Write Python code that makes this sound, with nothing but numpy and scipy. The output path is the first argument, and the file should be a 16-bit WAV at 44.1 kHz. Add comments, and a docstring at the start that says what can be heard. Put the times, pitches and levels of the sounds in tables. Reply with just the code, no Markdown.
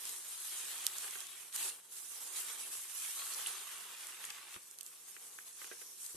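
"""Kneading glittery slime

A hand presses, folds and lifts slime close to a stereo microphone. Countless tiny air cells
tear open in a fizz, while larger ones crunch and squelch under the fingers. Thin strands rasp,
single films snap, air pockets pop, and the mass twice bumps softly on the table."""
import sys
import numpy as np
from scipy import signal
from scipy.fft import rfft, irfft, next_fast_len
from scipy.io import wavfile
from scipy.ndimage import uniform_filter1d, map_coordinates

SR = 44100
rng = np.random.default_rng(int(sys.argv[2]) if len(sys.argv) > 2 else 0)


def store_pcm(level_fs):
    """Save levels as 16-bit WAV."""
    pcm = np.round(np.clip(level_fs, -1, 1) * 32767).astype(np.int16)
    wavfile.write(sys.argv[1], SR, np.atleast_2d(pcm).T)


N = 271656


def amp(db):
    """Turn decibels into a gain to multiply by."""
    return 10 ** (np.asarray(db) / 20)


def unit(x):
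    """Scale x to an average strength (rms) of 1."""
    return x / np.sqrt(np.mean(x ** 2) + 1e-20)


def wobble(rate):
    """A smooth curve through `rate` random values a second."""
    return map_coordinates(rng.standard_normal(int(N * rate / SR) + 4), [np.arange(N) * rate / SR])


def stereo_noise(size, shared=1, separate=0.5):
    """White noise: one part is the same in both ears, the other is each ear's own."""
    return shared * rng.standard_normal(size) + separate * rng.standard_normal((2, size))


def filtered(x, response):
    """Multiply each frequency in x by response(frequency)."""
    size = x.shape[-1]
    padded = next_fast_len(size + SR // 4)
    return irfft(rfft(x, padded) * response(np.fft.rfftfreq(padded, 1 / SR)), padded)[..., :size]


def coloured(x, spectrum):
    """Shape the tone of x with (frequency [Hz], level [dB]) points, then scale it to strength 1."""
    hz, db = np.transpose(spectrum)
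    return unit(filtered(x, lambda f: amp(np.interp(np.log(f + 1), np.log(hz + 1), db))))


def resonance(hz, centre, width):
    """A filter curve that favours the frequencies near its centre."""
    return 1j * hz * width / (centre ** 2 - hz ** 2 + 1j * hz * width)


def ringing(t, hz, t60):
    """A tone that builds up over its first cycle and fades by 60 dB in t60 seconds."""
    return np.cos(2 * np.pi * hz * t) * (1 - np.exp(-2 * hz * t)) * amp(-60 * t / t60)


def panned(balance_db):
    """Left and right gains; a positive balance is louder on the left."""
    return amp(np.array([[.5], [-.5]]) * balance_db)


def add(track, s, sound):
    """Mix a stereo sound into the track at s seconds."""
    start = int(np.clip(round(s * SR), 0, N - 1))
    track[:, start:start + sound.shape[1]] += sound[:, :N - start]


def held(start, end, release_db_per_s=191):
    """Gain of a touch: the fingers quickly take hold, stay, then let go."""
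    t = np.arange(N) / SR
    attack_db_per_s = 442
    drop_db = attack_db_per_s * np.maximum(start - t, 0) + release_db_per_s * np.maximum(t - end, 0)
    return amp(-np.minimum(drop_db, 100))


def patchy(x, depth_db):
    """Narrow peaks and dips come and go, so the tone keeps shifting."""
    spectra = signal.stft(x, nperseg=1024)[2]
    patches = uniform_filter1d(rng.standard_normal(spectra.shape[1:]), size=3, axis=0)
    patches = uniform_filter1d(patches, size=7, axis=1)
    swing = np.minimum(unit(patches), 1)  # peaks stay mild, so nothing whistles
    return unit(signal.istft(spectra * amp(depth_db * swing), nperseg=1024)[1][:, :N])


def gliding(x, ratios, drift=0.05):
    """Bend the pitch of x along (time [s], pitch [ratio]) points, with a little random drift."""
    speed = np.interp(np.arange(N) / SR, *np.transpose(ratios)) * np.exp(drift * wobble(9))
    return np.array([map_coordinates(side, [np.cumsum(speed)], order=1, mode="mirror") for side in x])


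def echoes(x, t60):
    """A short blur of reflections whose pattern keeps changing as the hand moves."""
    hop = SR // 25
    t = np.arange(int(np.clip(t60, .002, .1) * SR)) / SR
    track = np.zeros((2, N))
    for start in range(0, N, hop):
        tail = rng.standard_normal((2, SR // 10))[:, :len(t)] * amp(-60 * t / t60)
        tail /= np.linalg.norm(tail, axis=1, keepdims=True)
        add(track, start / SR, signal.fftconvolve(x[:, start:start + hop], tail, axes=1))
    return track


def cells(spectrum, rate, spread_db, alike, t60):
    """About `rate` air cells burst each second; slime and hand briefly scatter their sound."""
    happens = rng.random(N) < rate / SR
    sizes = happens * amp(spread_db * np.minimum(rng.standard_normal(N), 2.5))
    bursts = sizes * stereo_noise(N, shared=np.sqrt(alike), separate=np.sqrt(1 - alike))
    return coloured(bursts + .5 * echoes(bursts, t60), spectrum)


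def room_noise():
    """Steady faint noise, largely alike in both ears."""
    # the tone of the quiet room: (frequency [Hz], level [dB])
    room_tone = [(25, -22), (75, -23), (135, 0.5), (250, -2), (400, 0.5), (650, -1.5), (1100, -3),
                 (2000, -13), (5000, -16), (13000, -4)]
    return amp(-70.5) * coloured(stereo_noise(N), room_tone)


def table_rumble():
    """The hand shifts its weight and the table rumbles faintly."""
    # shoves that swell and fade: (middle [s], length [s], level [dB])
    shoves = [(0.06, 0.087, -80), (0.665, 0.06, -85), (1.028, 0.18, -82), (1.158, 0.065, -83),
              (1.626, 0.23, -81), (4.282, 0.11, -79)]
    t = np.arange(N) / SR
    force = sum(amp(db) * np.exp(-(2 * (t - s) / length) ** 2) for s, length, db in shoves)
    return force * coloured(stereo_noise(N), [(25, 0), (100, -7.5), (250, -8), (1000, -60)])


def finger_drag():
    """A buried finger rubs through the slime, low and muffled."""
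    # the tone of the rubbing: (frequency [Hz], level [dB])
    rub_tone = [(120, -27), (260, -4.5), (450, -2.5), (620, -6), (900, 1), (1300, -5), (3000, -27)]
    # strokes deep in the mass: (start [s], end [s], level [dB])
    drags = [(0.0, 0.13, -70), (0.604, 0.79, -75), (1.603, 1.723, -67), (2.175, 2.737, -69.5),
             (5.18, 5.357, -74), (5.814, 5.876, -74)]
    force = sum(amp(db) * held(start, end) for start, end, db in drags)
    return force * coloured(stereo_noise(N), rub_tone)


def table_bumps():
    """The soft mass lands with a dull knock and a low puff of air."""
    # landings on the table: (time [s], relative level [dB])
    landings = [(4.56, -47.5), (6.145, -47)]
    # the tones in the knock: (pitch [Hz], relative level [dB], fade time [s])
    knock_tones = [(55, -9, .04), (111, -0.5, 0.05), (186, -1, 0.043), (343, -1.5, 0.041), (405, -2, 0.017)]
    track, t = np.zeros((2, N)), np.arange(SR // 10) / SR
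    for s, db in landings:
        knock = sum(amp(level) * ringing(t, hz, t60) for hz, level, t60 in knock_tones)
        air = stereo_noise(len(t)) * amp(-60 * t / 0.075)
        puff = filtered(air, lambda f: resonance(f, 170, 600))
        add(track, s, amp(db - 5.5) * (knock / np.abs(knock).max() + .5 * puff / np.abs(puff).max()))
    return track


def tearing_strands():
    """Strands drawn thin tear in small rasping spurts, lower than the fizz."""
    # the tone of the rasp: (frequency [Hz], level [dB])
    rasp_tone = [(1000, -42), (4500, -18), (5500, 0), (6200, 3), (7000, -14), (9000, -30), (13000, -19)]
    # spells of tearing: (start [s], end [s], level [dB])
    tears = [(4.58, 4.86, -72), (5.603, 5.802, -60.5), (5.8, 5.958, -63)]
    rasp = coloured(stereo_noise(N, shared=0.5, separate=1), rasp_tone)
    force = np.max([amp(db) * held(start, end) for start, end, db in tears], axis=0)
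    return rasp * force * amp(2.3 * wobble(50) + 1.4 * wobble(440))


def cupped_palm():
    """Cells bursting under the cupped hand sound through its hollow."""
    # air squeezed under the palm: (start [s], end [s], level [dB], fading [dB/s])
    squeeze = (3.19, 4, -61.5, 6)
    # the tone of the hollow: (frequency [Hz], level [dB])
    palm_tone = [(700, -40), (980, -3), (1180, 3), (1350, -2), (1600, -16), (2500, -45)]
    # the hollow widens as the fingers spread: (time [s], pitch [ratio])
    palm_pitch = [(3.199, 1.02), (3.8, .95)]
    start, end, db, fading = squeeze
    hollow = gliding(cells(palm_tone, rate=2500, spread_db=0.5, alike=0.87, t60=.04), palm_pitch)
    elapsed = np.maximum(np.arange(N) / SR - start, 0)
    return amp(db - fading * elapsed) * hollow * held(start, end)


def pocket_pops():
    """An air pocket opens with a wet smack and rings briefly above a lower, hollow knock; the mass landing on
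    the table rings the same way once."""
    # air pockets, and at 4.562 s the ring of the mass landing on the table: # (time [s], relative level [dB],
    # ring pitch [Hz], smack bandwidth [times pitch], # relative ring level [dB], fade time [s], relative knock
    # level [dB], balance [dB])
    pockets = [(1.0440, -35, 1550, 0.65, -4, 0.02, -11.5, -1), (1.0790, -35, 1700, 0.56, -6, .025, -26, -2),
               (1.1555, -32.5, 1600, 0.76, -5.5, 0.026, -17, -6),
               (3.2200, -40, 1140, .5, -4, 0.039, -28, -8), (3.428, -33, 2900, .6, -12, .012, -26, 1),
               (3.462, -25.5, 2940, 0.35, -3, 0.024, -44, 1),
               (4.2415, -27.5, 1997, 0.9, -22, 0.017, -40, 4), (4.289, -37, 2200, 1, -14, 0.011, -27, -10),
               (4.383, -34, 1410, 1.5, -20, 0.012, -37, -4), (4.3060, -28, 2300, 0.78, -18, .014, -36, 3),
               (4.543, -29, 2120, 1.3, -19, .018, -39, -1), (4.5620, -37, 1190, 1.1, -6, 0.048, -25, -1),
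               (5.1656, -35.5, 1740, 1.04, -14, 0.033, -28, -6),
               (5.3873, -35, 1550, 0.73, -3.5, 0.029, -22, -6.5),
               (5.6165, -35.5, 1560, 0.9, -7, 0.037, -14.5, -4),
               (5.6440, -33, 1700, 1.7, -18, 0.029, -21, -2),
               (5.714, -34.5, 1597, 0.81, -7.5, 0.085, -6.5, -3.5),
               (5.8153, -37, 1557, 1.3, -8.5, 0.056, -15.5, -4)]
    ear_delay_s = np.array([[0.00066], [0]])  # the sound reaches the left ear later
    track, t = np.zeros((2, N)), np.arange(SR // 12) / SR
    for s, db, hz, width, ring_db, t60, knock_db, balance_db in pockets:
        air = (t == 0) + 0.1 * amp(-60 * t / t60) * rng.standard_normal((2, len(t)))
        smack = filtered(air, lambda f: resonance(f, 1.154 * hz, width * hz) ** 2 / (1 + (f / 4200) ** 6))
        ring = ringing(t, hz, t60) + amp(-11) * ringing(t, 1.57 * hz, t60)
        hollow = filtered(air, lambda f: resonance(f, 490, 310) ** 2)
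        knock = 0.52 * ringing(t, hz=409, t60=0.06) + hollow / np.abs(hollow).max()
        pop = smack / np.abs(smack).max() + amp(ring_db - 3.0) * ring + amp(knock_db) * knock
        pop = filtered(pop, lambda f: np.exp(-2j * np.pi * f * ear_delay_s))
        add(track, s, amp(db - 4.5) * panned(balance_db) * pop)
    return track


def film_snaps():
    """A large film breaks in one sharp swing, a small one in a flurry. Thin films give little bass."""
    # films: (time [s], relative level [dB], pitch [Hz], bandwidth [times pitch], balance [dB])
    films = [(0.0543, -26, 8160, 1.1, -4), (0.0936, -25, 8000, 0.87, 1), (0.7805, -28, 8000, .9, -2),
             (0.8668, -5.5, 7600, 1.7, -7), (0.984, -23, 8400, 0.82, -2), (1.109, -26, 8100, 1, 0),
             (1.205, -27, 8160, 0.85, -4), (1.2688, -29.5, 8060, 0.73, 2), (1.4078, -37, 8700, 1.4, 4),
             (1.527, -33, 3380, 1.2, -5), (1.5619, -13, 9100, 1.3, -6), (3.337, -26, 8700, 0.49, 0),
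             (3.3463, -27, 5760, 0.89, -9), (3.4708, -20.5, 8500, 0.34, -5), (4.0697, -27, 8500, 1, -2),
             (4.252, -24.5, 9000, 0.62, -3), (4.3036, -24.5, 6140, 2, -1), (4.712, -34, 8400, 0.63, -5),
             (4.787, -30, 8000, 1.8, -5), (4.8098, -25.5, 8200, 2.1, -7), (4.8313, -32.5, 9700, 0.49, -6),
             (4.864, -31, 8600, 1.2, -7), (6.0635, -28, 8700, 0.85, 9)]
    track, t = np.zeros((2, N)), np.arange(SR // 40) / SR
    for s, db, hz, width, balance_db in films:
        flurry = np.interp(db, [-24, -10], [.35, .08])
        rattle = flurry * (amp(-60 * t / .007) + .16 * amp(-60 * t / .025))
        tear = (t == 0) + rattle * rng.standard_normal((2, len(t)))
        film = lambda f: resonance(f, hz, width * hz) ** 2 * resonance(f, 2700, 2400) * 1j * f / 2400
        snap = filtered(tear, lambda f: film(f) + 0.012 * resonance(f, 250, 900))
        add(track, s, amp(db - 1.5) * panned(balance_db) * snap / np.abs(snap).max())
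    return track


def press(start, peak, end, swell_db, relax_db_per_s):
    """Gain of a press: it swells to its peak, then relaxes as the air is used up."""
    t = np.arange(N) / SR
    shape_db = np.interp(t, [start, peak], [-swell_db, 0]) - relax_db_per_s * np.maximum(t - peak, 0)
    return amp(shape_db) * held(start, end, release_db_per_s=342)  # stops sooner than a pull


def hand_moves():
    """Gains of fizz (stereo), crunch and squelch: settling, stretching, pulls and presses add in power."""
    # slime left to settle: (fizz [dB], crunch [dB], squelch [dB])
    settling = (-59.5, -70, -69.5)
    # the lifted mass stretches under its own weight, ever louder:
    # (start [s], fizz [dB], crunch [dB], squelch [dB], growth [dB/s])
    stretch = (5, -54.5, -69.5, -81, 2.5)
    # slime peels from skin or table: (start [s], length [s], fizz [dB], crunch [dB], squelch [dB])
    pulls = [(0.0, 0.31, -46.5, -60.5, -60), (0.068, 0.048, -46.5, -52.5, -80),
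             (0.987, 0.096, -48, -76, -60), (1.552, 0.14, -40.5, -50, -56), (1.613, 0.018, -43, -48.5, -58),
             (2.368, 0.04, -43.5, -51, -65), (2.467, 0.027, -46.5, -52, -72),
             (2.597, 0.33, -48.5, -58, -79), (2.718, 0.048, -46, -67, -67), (3.043, 0.028, -52, -51, -59),
             (3.442, 0.044, -45, -51, -64), (4.028, 0.02, -52, -55, -85), (4.238, 0.017, -49.5, -55, -71),
             (4.529, 0.01, -49.5, -60, -61), (4.63, 0.11, -58, -73, -87), (4.847, 0.12, -55, -70, -90),
             (5.596, 0.15, -56.5, -60, -63.5), (6.019, 0.046, -47.5, -80, -77)]
    # slow presses; tiny surface cells give way first, larger ones at full depth:
    # (start [s], most fizz [s], full depth [s], release [s], fizz [dB], crunch [dB], squelch [dB],
    # squelch swell [dB], relaxing of crunch and squelch [dB/s], balance [dB])
    presses = [(0.289, 0.638, 0.75, 1.48, -43.5, -50, -55, 9, 13, -1.5),
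               (1.925, 2.436, 2.48, 3.1, -46, -55, -56.5, 13, 21.5, -3.5),
               (2.952, 3.125, 3.2, 4.56, -42, -50.5, -54, 12.5, 5, -1.7)]
    t = np.arange(N) / SR
    lifted, *stretch_db, growth = stretch
    moves = [(np.ones(N), settling), (held(lifted, t[-1]) * amp(growth * (t - lifted)), stretch_db)]
    for start, length, *levels in pulls:
        sag = amp(-5 * np.maximum(t - start, 0))  # a pull weakens by 5 dB a second
        moves.append((sag * held(start, start + length), levels))
    fizz, crunch, squelch = sum((amp(levels)[:, None] * gain) ** 2 for gain, levels in moves)
    fizz = fizz * panned(-0.8) ** 2
    for start, early, deep, end, fizz_db, crunch_db, squelch_db, swell_db, relax, balance_db in presses:
        surface = press(start, early, end, 0.17 * swell_db, relax_db_per_s=11)
        fizz += (amp(fizz_db) * panned(balance_db) * surface) ** 2
        crunch += (amp(crunch_db) * press(start, deep, end, 0.83 * swell_db, relax)) ** 2
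        squelch += (amp(squelch_db) * press(start, deep, end, swell_db, relax)) ** 2
    return np.sqrt(fizz), np.sqrt(crunch), np.sqrt(squelch)


def kneading():
    """Tiny cells fizz, larger ones crunch and squelch in clumps, and a few sticky ones tick singly."""
    # the tones of the four kinds of bursting cell: (frequency [Hz], level [dB])
    fizz_tone = [(300, -58), (900, -20.5), (2500, -16.5), (4800, -10.5), (6500, -4), (8500, 0),
                 (10500, -1.5), (12800, -4), (14000, -27)]
    crunch_tone = [(500, -50), (1500, -8.5), (2300, -2), (3000, 0.5), (3900, 0), (5000, -7), (7000, -6.5),
                   (13000, -19)]
    squelch_tone = [(50, -58), (150, -28.5), (380, -11.5), (620, -9), (850, -3), (1150, 0), (1700, -1),
                    (2300, -7.5), (3300, -4), (8000, -15)]
    sticky_tone = [(400, -24), (1100, -1), (1800, -2.5), (3200, -1.5), (6000, -18)]
    # larger cells sound lower: (time [s], pitch [ratio])
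    crunch_pitch = [(0.799, 1.012), (2.5, 0.96), (3.45, 1.02), (4.4, .84), (5.4, 1.05)]
    fizz_gain, crunch_gain, squelch_gain = hand_moves()
    clumps = wobble(40)  # one flutter in loudness that fizz, crunch and squelch share
    fizz = patchy(cells(fizz_tone, rate=17000, spread_db=0.5, alike=0.051, t60=0.0079), depth_db=2.4)
    crunch = patchy(cells(crunch_tone, rate=6000, spread_db=1.0, alike=0.56, t60=0.045), depth_db=4)
    crunch = gliding(crunch, crunch_pitch)
    squelch = patchy(cells(squelch_tone, rate=3500, spread_db=0.0, alike=0.72, t60=0.061), depth_db=1)
    fizz *= fizz_gain * amp(0.93 * clumps + 0.094 * wobble(220))
    crunch *= crunch_gain * amp(0.78 * clumps + 0.92 * wobble(30))
    squelch *= squelch_gain * amp(1.5 * clumps + 0.39 * wobble(50))
    sticky = amp(-8) * squelch_gain * cells(sticky_tone, rate=130, spread_db=1.5, alike=0.65, t60=.02)
    return fizz + crunch + squelch + sticky


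def scene():
    """The slime, heard close and with little echo, coloured by its hollow-sounding surroundings."""
    # resonances of the surroundings: (pitch [Hz], bandwidth [Hz], relative strength [dB])
    hollows = [(263, 7.6, -3), (373.5, 25, 7), (464, 15, 6.5), (1115, 6.3, 6.5)]
    slime = kneading() + cupped_palm() + tearing_strands() + finger_drag()
    slime = slime + film_snaps() + pocket_pops() + table_bumps()
    mix = slime + amp(-15) * echoes(slime, t60=0.11) + table_rumble() + room_noise()
    boost = lambda f: sum(amp(db - 2.5) * resonance(f, hz, width) for hz, width, db in hollows)
    return filtered(mix, lambda f: 1 + boost(f))


def record(dry):
    """The very highest treble is cut off steeply."""
    top_hz = 13700
    return filtered(dry, lambda hz: 1 / np.sqrt(1 + (hz / top_hz) ** 130))


dry = scene()
out = record(dry)
store_pcm(out)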